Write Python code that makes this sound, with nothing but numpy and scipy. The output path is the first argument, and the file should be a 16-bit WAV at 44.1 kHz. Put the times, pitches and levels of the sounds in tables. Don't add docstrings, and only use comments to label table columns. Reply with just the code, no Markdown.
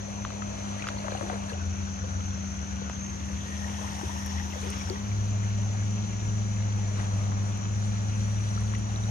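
import sys
import numpy as np
from scipy import signal
from scipy.fft import rfft, irfft, next_fast_len
from scipy.io import wavfile
from scipy.ndimage import uniform_filter1d

SR = 44100
rng = np.random.default_rng(int(sys.argv[2]) if len(sys.argv) > 2 else 0)


def inscribe(sig):
    pcm = np.round(np.clip(np.atleast_2d(sig).T, -1, 1) * 32767)
    wavfile.write(sys.argv[1], SR, pcm.astype(np.int16))


N = 401310
T = np.arange(N) / SR
SIZE = next_fast_len(N)
FREQS = np.maximum(np.arange(SIZE // 2 + 1) * SR / SIZE, 1)

# t/s, firing rate f/Hz
LEAD_SPEED = [(0, 100.6), (.3, 101.1), (1.5, 99.7), (1.65, 98.9), (2.55, 97.7), (3.35, 98.9), (3.75, 100.7),
              (4.2, 99.1), (4.9, 99), (5.1, 103), (5.7, 103.2), (6.38, 105.1), (6.7, 103.7), (6.95, 101.1),
              (7.26, 101.1), (7.95, 104.1), (8.6, 104.7), (9.1, 106.4)]
SECOND_SPEED = [(1.5, 86), (1.7, 87), (1.95, 90.7), (2.29, 91), (2.45, 82), (2.7, 76.5), (3.3, 80.3),
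                (4.32, 81.5), (4.53, 83.5), (4.82, 90.7), (5.1, 94), (9.1, 94)]
SLOW_SPEED = [(0, 63.6), (1.3, 65), (1.8, 69), (4.85, 72.3), (5.4, 64), (6.5, 60), (7.5, 62), (8.2, 66)]
LEAD_HARMONIC_DB = [-41, -43.5, -28], [-40, -39, -41]
# t/s, half width/s, depth/dB
LEAD_FADES = [(1.581, 0.1, 8), (4.55, 0.21, 16), (6.12, 0.13, 5.5), (7.62, 0.081, 4), (8.9, 0.16, 3.5)]
# t/s, level/dB
SECOND_LEVEL = [(1.4, -67), (1.54, -34), (1.68, -32.5), (1.92, -41.5), (2.12, -31.5), (2.38, -40),
                (2.8, -39.5), (3.08, -46), (3.22, -37), (3.45, -40.5), (3.62, -33), (3.88, -46),
                (4.15, -34.5), (4.35, -38), (4.55, -34.5), (4.72, -40.5), (4.87, -32), (5.15, -59)]
SLOW_LEVEL = [(0, -44), (1.3, -49.5), (1.8, -41.5), (2.6, -43.5), (4.5, -43.5), (7.6, -50), (8.2, -42.5),
              (9.1, -41)]
# multiple of the firing rate, level/dB at each of the three spots
LEAD_PARTIALS = [(3, -62, -59.5, -58.5), (4, -72, -72, -57.5), (5, -72, -68, -58), (5.5, -54.5, -70, -80),
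                 (6, -52, -64, -59.5), (6.5, -54, -69, -78), (7, -59.5, -78, -66)]
SECOND_PARTIALS = [(3, -90, -58.5, -60), (4, -90, -62, -69)]
# f/Hz, relative level/dB per Hz
RUMBLE_SPECTRUM = [(20, -43), (32, -21), (45, 6), (60, 7), (85, 13.5), (115, 7), (160, 4), (230, -1),
                   (330, -11.5), (600, -49.5)]
RUMBLE_DB = [-43, -43.5, -41]
BOAT_LEFT_DB = [2.8, 3, 1.5]
SECOND_OCTAVE_DB, SLOW_OCTAVE_DB = [-85, -53, -44.3], [-60, -65, -59]


def boats():
    first_db, second_db = map(by_spot, LEAD_HARMONIC_DB)
    first_db = first_db - sum(db * swell(s, width) for s, width, db in LEAD_FADES)
    lead = exhaust(curves(LEAD_SPEED)[0], first_db, second_db, LEAD_PARTIALS,
                   flutter_db=0.6, waver_db=2.0)
    second = exhaust(curves(SECOND_SPEED)[0], curves(SECOND_LEVEL)[0], by_spot(SECOND_OCTAVE_DB),
                     SECOND_PARTIALS, flutter_db=2.0, waver_db=0.3)
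    slow = exhaust(curves(SLOW_SPEED)[0], curves(SLOW_LEVEL)[0], by_spot(SLOW_OCTAVE_DB), [],
                   flutter_db=1.5, waver_db=7.0)
    scattered = filtered(rng.standard_normal((2, N)), np.minimum(FREQS / 200, 1))
    rumble = place(grains(900, 1.4), 0.81, 0) + scattered
    rumble = unit(filtered(rumble, shape(RUMBLE_SPECTRUM))) * undb(by_spot(RUMBLE_DB))
    left_db = by_spot(BOAT_LEFT_DB)
    return (place(lead + second + slow, 1.33, 0) + rumble) * undb(np.array([left_db, -left_db]) / 2)


WAVER_HZ = 2.7


def exhaust(hz, first_db, second_db, partials, flutter_db, waver_db):
    phase = 2 * np.pi * (np.cumsum(hz) / SR + rng.random())
    waver = np.sin(2 * np.pi * WAVER_HZ * T + 2 * walk(2))
    out = undb(first_db + flutter_db * walk(15)) * np.sin(phase)
    out += undb(second_db + flutter_db * walk(17) + waver_db * waver) * np.sin(2 * phase)
    for multiple, *db in partials:
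        partial = np.sin(multiple * phase + .2 * walk(4))
        out += undb(by_spot(db) + 1.5 * walk(5)) * partial
    return np.sqrt(2) * out


# f/Hz, relative level/dB per Hz
WATER_SPECTRUM = [(170, -34), (260, -6), (330, -5), (430, -7.5), (620, -4), (850, -5.5), (1200, -7.5),
                  (1900, -13.5), (2600, -14), (3100, -16), (3550, -18), (4200, -17), (5300, -26),
                  (6500, -38)]
FOAM_SPECTRUM = [(4500, -14), (6500, -6), (7600, 9), (8400, 10.5), (9300, 3.5), (10200, 7), (11800, -9.5),
                 (15000, -22), (16000, -29)]
FIZZ_SPECTRUM = [(7000, -25), (10000, -6), (13500, -2), (15200, -2), (16000, -12)]
# start t/s, end t/s, centre f/Hz, half width at -6 dB f/Hz, level/dB
WASH_BANDS = [(0, 2.9, 2500, 200, -61), (3.4, 5, 3350, 300, -56), (0, 1.5, 4170, 250, -63),
              (1.5, 2.96, 1460, 140, -53), (3.6, 4.6, 890, 120, -50.5), (3.4, 4.45, 1850, 96, -53.5),
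              (3.6, 4.95, 5600, 360, -52), (7, 7.7, 1100, 300, -51.5)]
FROTH_S, FROTH_WIDTH_S = 4.3, 0.88
FIZZ_DB, FIZZ_SHARE_DB = -69, -20.5


def wash():
    body_db, splash_db, foam_db = wash_levels()
    body, splash = np.zeros((2, N)), np.zeros((2, N))
    colour = shape(WATER_SPECTRUM)
    for hz in 250 * 2 ** np.arange(0, 5, .5):
        band = np.cos(np.pi / 2 * np.clip(2 * np.log2(FREQS / hz), -1, 1))
        near = place(grains(2500, 2.44) * undb(2 * walk(22)), 0.87, 4.0 if hz < 1200 else 1.6)
        far = rng.standard_normal((2, N))
        layer = body if hz < 1200 else splash
        layer += filtered(near + far, band * colour)
    droplets = place(grains(6000, 3), 0.693, .3)
    spray = (droplets + undb(2.0) * rng.standard_normal((2, N))) * undb(1.2 * walk(18))
    foam = unit(filtered(spray, shape(FOAM_SPECTRUM))) * undb(foam_db)
    mist = spray + undb(5) * grains(5000, 2.2) * undb(walk(14))
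    fizz_gain = undb(foam_db + FIZZ_SHARE_DB) + undb(FIZZ_DB) * swell(FROTH_S, FROTH_WIDTH_S)
    fizz = unit(filtered(mist, shape(FIZZ_SPECTRUM))) * fizz_gain
    bands = sum(narrow_band(*row, side=0.81, left_db=10.0) for row in WASH_BANDS)
    return unit(body) * undb(body_db) + unit(splash) * undb(splash_db) + foam + fizz + bands


def narrow_band(start, end, hz, width, db, side, left_db):
    resonance = 1 / (1 + 1j * (FREQS - hz) / width) ** 2
    fade = np.clip((T - start) / 0.072 + 1, 0, 1) * np.clip((end - T) / 0.1 + .5, 0, 1)
    clicks = place(grains(1800, 1), side, left_db) + undb(-4) * rng.standard_normal((2, N))
    flutter = undb(2 * walk(32))
    return unit(filtered(clicks, resonance) * flutter) * fade * undb(db)


# crest t/s, half width/s, body level/dB, splash level/dB, foam level/dB
RIPPLES = [(.8, 0.21, -51, -47.5, -63), (1.22, 0.15, -45, -49.5, -59), (1.505, .035, -59, -52, -58),
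           (3.951, 0.43, -50, -48.5, -57.5), (4.72, 0.2, -51, -45.5, -58.5), (7.0, 0.037, -51, -48, -61),
           (7.15, 0.24, -47, -53, -69), (8.501, 0.52, -62, -56, -63)]
BODY_DB, SPLASH_DB, FOAM_DB = [-45.5, -48, -47], [-48, -48, -47.5], [-66.5, -67, -65]


def wash_levels():
    power = undb([by_spot(BODY_DB), by_spot(SPLASH_DB), by_spot(FOAM_DB)]) ** 2
    for s, width, *db in RIPPLES:
        power = power + np.outer(undb(db) ** 2, swell(s, width))
    return 10 * np.log10(power)


def trickle(count=520):
    out, splash_db = np.zeros(N), wash_levels()[1]
    for when, pitch, size in rng.random((count, 3)):
        hz = 500 * 8 ** pitch
        db = splash_db[int(when * N)] - 6.5 + 12 * size ** 3
        add(out, when * T[-1], undb(db) * bubble(hz, 45 / hz, rise=0.2))
    return place(out, 0.84, 14.0)


def prickle(count=300):
    out, splash_db = np.zeros(N), wash_levels()[1]
    for when, pitch, size in rng.random((count, 3)):
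        hz = 2200 * 2.4 ** pitch
        db = splash_db[int(when * N)] - 6 + 11 * size ** 3
        add(out, when * T[-1], undb(db) * bubble(hz, 60 / hz, rise=0.11))
    return place(out, 0.54, 2.5)


CHURN_FAINTEST_DB, CHURN_HZ, CHURN_CYCLES = -8.6, 833, 32


def churn(count=26):
    out = np.zeros(N)
    for s, width, body_db, _, _ in RIPPLES:
        for early, late, pitch, size in rng.random((count, 4)):
            hz = CHURN_HZ * 2 ** (2.6 * (pitch - .5))
            when = np.clip(s + 1.5 * width * (late - early), 0, T[-1])
            db = body_db + CHURN_FAINTEST_DB + 7.4 * size ** 2
            add(out, when, undb(db) * bubble(hz, CHURN_CYCLES / hz, rise=0.22))
    return place(out, 0.45, 7.5)


# t/s, relative level/dB, cavity pitch f/Hz, ring t60/s
SLAPS = [(0.4205, -38.5, 1280, 0.05), (0.8225, -39, 2450, 0.02), (1.045, -37, 620, 0.05),
         (1.066, -42, 1000, .03), (1.0825, -28.5, 600, 0.022), (1.12, -38, 520, 0.042),
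         (1.1505, -39, 760, .02), (1.211, -29.5, 570, 0.024), (1.227, -36, 600, 0.02),
         (1.272, -42, 720, .03), (1.2987, -30, 730, 0.03), (1.316, -39, 900, .03),
         (1.328, -34.5, 474, 0.05), (1.338, -39, 696, 0.04), (1.357, -40, 680, .03),
         (1.5, -43, 1660, 0.046), (1.519, -37, 450, 0.049), (2.817, -39, 480, 0.038),
         (3.812, -39, 620, 0.048), (4.012, -37.5, 820, 0.03), (4.65, -44, 476, 0.074),
         (4.9, -39.5, 460, 0.04), (6.995, -43, 880, .04), (7.32, -41, 1050, 0.03), (8.737, -40, 1100, 0.03),
         (8.7485, -40, 1970, .026)]
# t/s, relative level/dB, starting pitch f/Hz, ring t60/s
GURGLES = [(0.823, -41, 2400, 0.035), (.8412, -32, 1380, 0.032), (1.047, -39, 554, 0.051),
           (1.074, -34, 790, 0.038), (1.151, -28.5, 703, 0.04), (1.12, -40, 1550, .035),
           (1.127, -47, 2300, .035), (1.17, -41.5, 2740, 0.052), (1.331, -47, 1330, .05),
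           (4.399, -37, 1780, 0.038), (3.645, -40, 1750, 0.034), (3.79, -37, 980, .045),
           (3.875, -44, 1890, .04), (4.095, -35, 900, 0.044), (4.16, -37, 870, .05),
           (4.535, -42, 1920, .05), (1.536, -37, 560, .06), (4.905, -45, 500, 0.061),
           (4.932, -49, 443, .08), (0.795, -38, 1900, 0.039), (1.533, -41, 2750, 0.036),
           (3.845, -37, 960, 0.044), (3.985, -50, 1800, 0.035), (4.635, -43, 2310, 0.041),
           (4.772, -40, 1100, .04), (4.873, -39, 1480, .04), (1.215, -38, 483, 0.069),
           (1.229, -38.5, 321, 0.21), (1.305, -41, 605, 0.1), (1.332, -50, 420, 0.15),
           (1.519, -44, 505, 0.045), (1.552, -38.5, 696, 0.065), (1.5, -51, 1650, .04),
           (2.04, -37, 488, 0.073), (4.38, -42, 1970, 0.06), (4.811, -39.5, 2270, 0.053),
           (7.0, -40, 1830, 0.033), (7.03, -41, 920, 0.046), (7.12, -41, 1145, 0.043),
           (7.319, -54, 1000, 0.028), (8.577, -33, 1270, 0.036), (3.812, -37, 556, 0.046),
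           (4.034, -29.5, 332, 0.041), (4.563, -41, 472, 0.094), (4.63, -39, 426, .08),
           (4.665, -39, 370, 0.22), (4.902, -31, 356, 0.16)]
# t/s, relative level/dB, pitch f/Hz, ring t60/s
POPS = [(4.263, -28, 11000, 0.002), (4.612, -41, 8300, .014), (4.703, -26, 8400, 0.0074),
        (4.786, -44, 13100, 0.0037), (4.899, -20.5, 4600, 0.0039), (.877, -33, 5000, .014),
        (.984, -38, 4300, .03), (1.117, -39, 4170, .03), (1.495, -38, 4300, 0.037), (7.0, -47, 10000, .005),
        (7.575, -41, 9400, .005), (8.607, -40, 8600, .014), (8.786, -40, 8800, .009),
        (8.96, -32.5, 3900, 0.011), (9.037, -38, 3770, 0.025)]
KNOCK_ABOVE_HZ, KNOCK_S, KNOCK_SAG = 720, .009, 1.2


def lapping():
    slaps, gurgles, pops = np.zeros((3, N))
    for s, db, hz, t60 in SLAPS:
        add(slaps, s, undb(db) * bubble(hz + KNOCK_ABOVE_HZ, KNOCK_S, rise=-KNOCK_SAG))
        add(slaps, s + .001, undb(db) * splat(hz, t60, spray_db=-13, crack_db=-20))
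        slaps += spill(s, db, hz)
    for s, db, hz, t60 in GURGLES:
        add(gurgles, s, undb(db) * bubble(hz, t60, rise=0.517))
    for s, db, hz, t60 in POPS:
        add(pops, s, undb(db + 2.0) * splat(hz, t60, spray_db=-23, crack_db=-27))
    return place(slaps * undb(6.3) + gurgles * undb(2), 0.88, 10.4) + place(pops, 0.16, .3)


SPILL_S, SPILL_DB, SPILL_OCTAVES = 0.033, -11.5, 1.86


def spill(s, db, hz, count=7):
    out = np.zeros(N)
    for wait, pitch, size in rng.random((count, 3)):
        ring_hz = hz * 2 ** (SPILL_OCTAVES * (pitch - .1))
        ring_db = db + SPILL_DB - 6.1 * size - 4 * pitch
        add(out, s + 2 * SPILL_S * wait, undb(ring_db) * bubble(ring_hz, 22 / ring_hz, rise=0.26))
    return out


def bubble(hz, t60, rise):
    t = np.arange(int(SR * max(t60, .002))) / SR
    age = t / t[-1]
    return np.sin(2 * np.pi * hz * t * (1 + rise * age / 2)) * np.exp(-np.log(1000) * age)


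def splat(hz, t60, spray_db, crack_db):
    ring = bubble(hz, t60, rise=0.049)
    t = np.arange(len(ring)) / SR
    envelope = undb(spray_db) * np.exp(-7 * t / t60) + undb(crack_db) * np.exp(-t / 0.00032)
    burst = rng.standard_normal(len(t)) * envelope
    low, high = hz * .47, min(hz * 2.6, .46 * SR)
    burst = signal.sosfilt(signal.butter(3, [low, high], "band", fs=SR, output="sos"), burst)
    return ring * (1 - np.exp(-2 * hz * t)) + burst * np.sqrt(SR / 2 / (high - low))


# t/s, level/dB, starting pitch f/Hz, ring t60/s, first tick level/dB, its lead t/s
CLICKS = [(0.2500, -22.5, 1300, .016, -35, .0028), (0.3045, -30.5, 1400, 0.011, -46, .001),
          (0.8702, -24, 1450, 0.012, -31, .0005), (0.8778, -33, 2600, .012, -36, .0005),
          (0.8876, -21.5, 1600, 0.011, -20.5, .0003), (2.8982, -22.5, 900, 0.008, -31, .0012),
          (8.753, -36, 3000, .014, -34, .001)]
CLICK_SAG, TICK_HZ = 1, 3230


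def dry_clicks():
    out = np.zeros(N)
    for s, db, hz, t60, tick_db, lead_s in CLICKS:
        add(out, s - lead_s, undb(tick_db) * splat(TICK_HZ, 0.0027, spray_db=-12, crack_db=-9))
        add(out, s, undb(db) * bubble(hz, t60, rise=-CLICK_SAG))
        add(out, s, undb(db - 23) * splat(hz, t60, spray_db=12, crack_db=6.0))
    return place(out, 0.13, 1.6)


# f/Hz, relative level/dB per Hz
CHORUS_SPECTRUM = [(5000, -41), (5350, -15), (5700, -5.5), (6050, -3), (6330, 0), (6480, -12), (6680, -5),
                   (6830, -14.5), (6980, -4), (7100, -24), (7300, -14.5), (7550, -50.5)]
CHORUS_DB = [-48, -46.5, -47]
# start t/s, end t/s, pitch f/Hz, pitch wander f/Hz, level/dB
SINGERS = [(0, .9, 5950, 10, -55), (0, 1.5, 6095, 10, -53.5), (0, 1.2, 6380, 16, -57),
           (.4, 1.4, 6715, 9, -58), (0, 1.5, 7020, 14, -60), (1.6, 2.8, 5745, 11, -57),
           (1.6, 2.9, 6250, 45, -54), (2.25, 2.7, 6250, 45, -52), (2.95, 3.16, 6335, 24, -45.5),
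           (3.3, 4.9, 6330, 35, -54), (3.3, 4.8, 6060, 22, -57), (5.1, 6.4, 5932, 12, -58),
           (5.1, 6.3, 6262, 24, -55), (5.8, 7.1, 5986, 12, -59), (5.8, 6.5, 6616, 12, -61),
           (5.1, 8, 5680, 18, -62), (1.7, 9.3, 6960, 22, -61), (5.3, 8.2, 6935, 15, -56.5),
           (7.6, 9.3, 5800, 12, -60), (8.1, 9.3, 5820, 8, -55)]


def cicadas():
    around = np.array([undb(4.0) * grains(9000, 0.5), grains(9000, 3.0)])
    clicks = place(grains(9000, 0.85), 0.97, 2.8) + undb(-0.5) * around
    chorus = unit(filtered(clicks, shape(CHORUS_SPECTRUM))) * undb(by_spot(CHORUS_DB))
    return chorus + place(sum(singer(*row) for row in SINGERS), 1.037, 4.1)


def singer(start, end, hz, wander_hz, db):
    wandering_hz = hz + wander_hz * (walk(170) + .4 * walk(3))
    tone = np.sin(2 * np.pi * np.cumsum(wandering_hz) / SR)
    rattle = undb(3 * walk(320) + 1.5 * walk(20))
    fade_s = .07 + .15 * (end - start)
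    fade = np.clip((T - start) / fade_s + .8, 0, 1) * np.clip((end - T) / fade_s + .6, 0, 1)
    return unit(tone * rattle) * fade * undb(db)


MOVES_S = [1.52, 5.04]
MOVE_FADE_S = 0.16


def by_spot(values):
    moved = [np.clip((T - s) / MOVE_FADE_S + .5, 0, 1) for s in MOVES_S]
    return values[0] + np.diff(values) @ np.array(moved)


PORT_LAG_MS = 0.4634


def place(x, side, left_db):
    lead = np.exp(1j * np.pi * FREQS * side * PORT_LAG_MS * 1e-3)
    left = filtered(x, lead) * undb(left_db / 2)
    right = filtered(x, 1 / lead) * undb(-left_db / 2)
    return np.array([left, right])


def grains(rate, spread_db):
    sizes = undb(spread_db * np.minimum(rng.exponential(size=N), 5))
    return unit((rng.random(N) < rate / SR) * sizes * rng.standard_normal(N))


def walk(rate):
    k = int(SR / rate)
    held = np.repeat(rng.standard_normal(N // k + 2), k)
    return 1.31 * uniform_filter1d(uniform_filter1d(held, k), k)[:N]


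def swell(s, width):
    return np.exp(-((T - s) / width) ** 2)


def undb(db):
    return 10 ** (np.asarray(db) / 20)


def unit(x):
    return x / np.sqrt(np.mean(x ** 2))


def curves(table):
    s, *columns = np.transpose(table)
    return [np.interp(T, s, c) for c in columns]


def shape(points):
    hz, db = np.transpose(points)
    return undb(np.interp(np.log(FREQS), np.log(hz), db))


def filtered(x, gain):
    return irfft(rfft(x, SIZE) * gain, SIZE)[..., :N]


def add(track, s, sound):
    i = int(s * SR)
    track[i:i + len(sound)] += sound[:N - i]


SAND_DELAY_MS, SAND_ECHO_GAIN = 1.054, 0.13


def scene():
    water = wash() + trickle() + prickle() + churn()
    echo = filtered(water, np.exp(-2j * np.pi * FREQS * SAND_DELAY_MS * 1e-3))
    reflection = SAND_ECHO_GAIN * swell(FROTH_S, FROTH_WIDTH_S) * echo
    return boats() + water + reflection + lapping() + dry_clicks() + cicadas()


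TOP_HZ = 15500


def record(dry):
    return signal.sosfilt(signal.ellip(10, .1, 80, TOP_HZ, fs=SR, output="sos"), dry)


dry = scene()
out = record(dry)
inscribe(out)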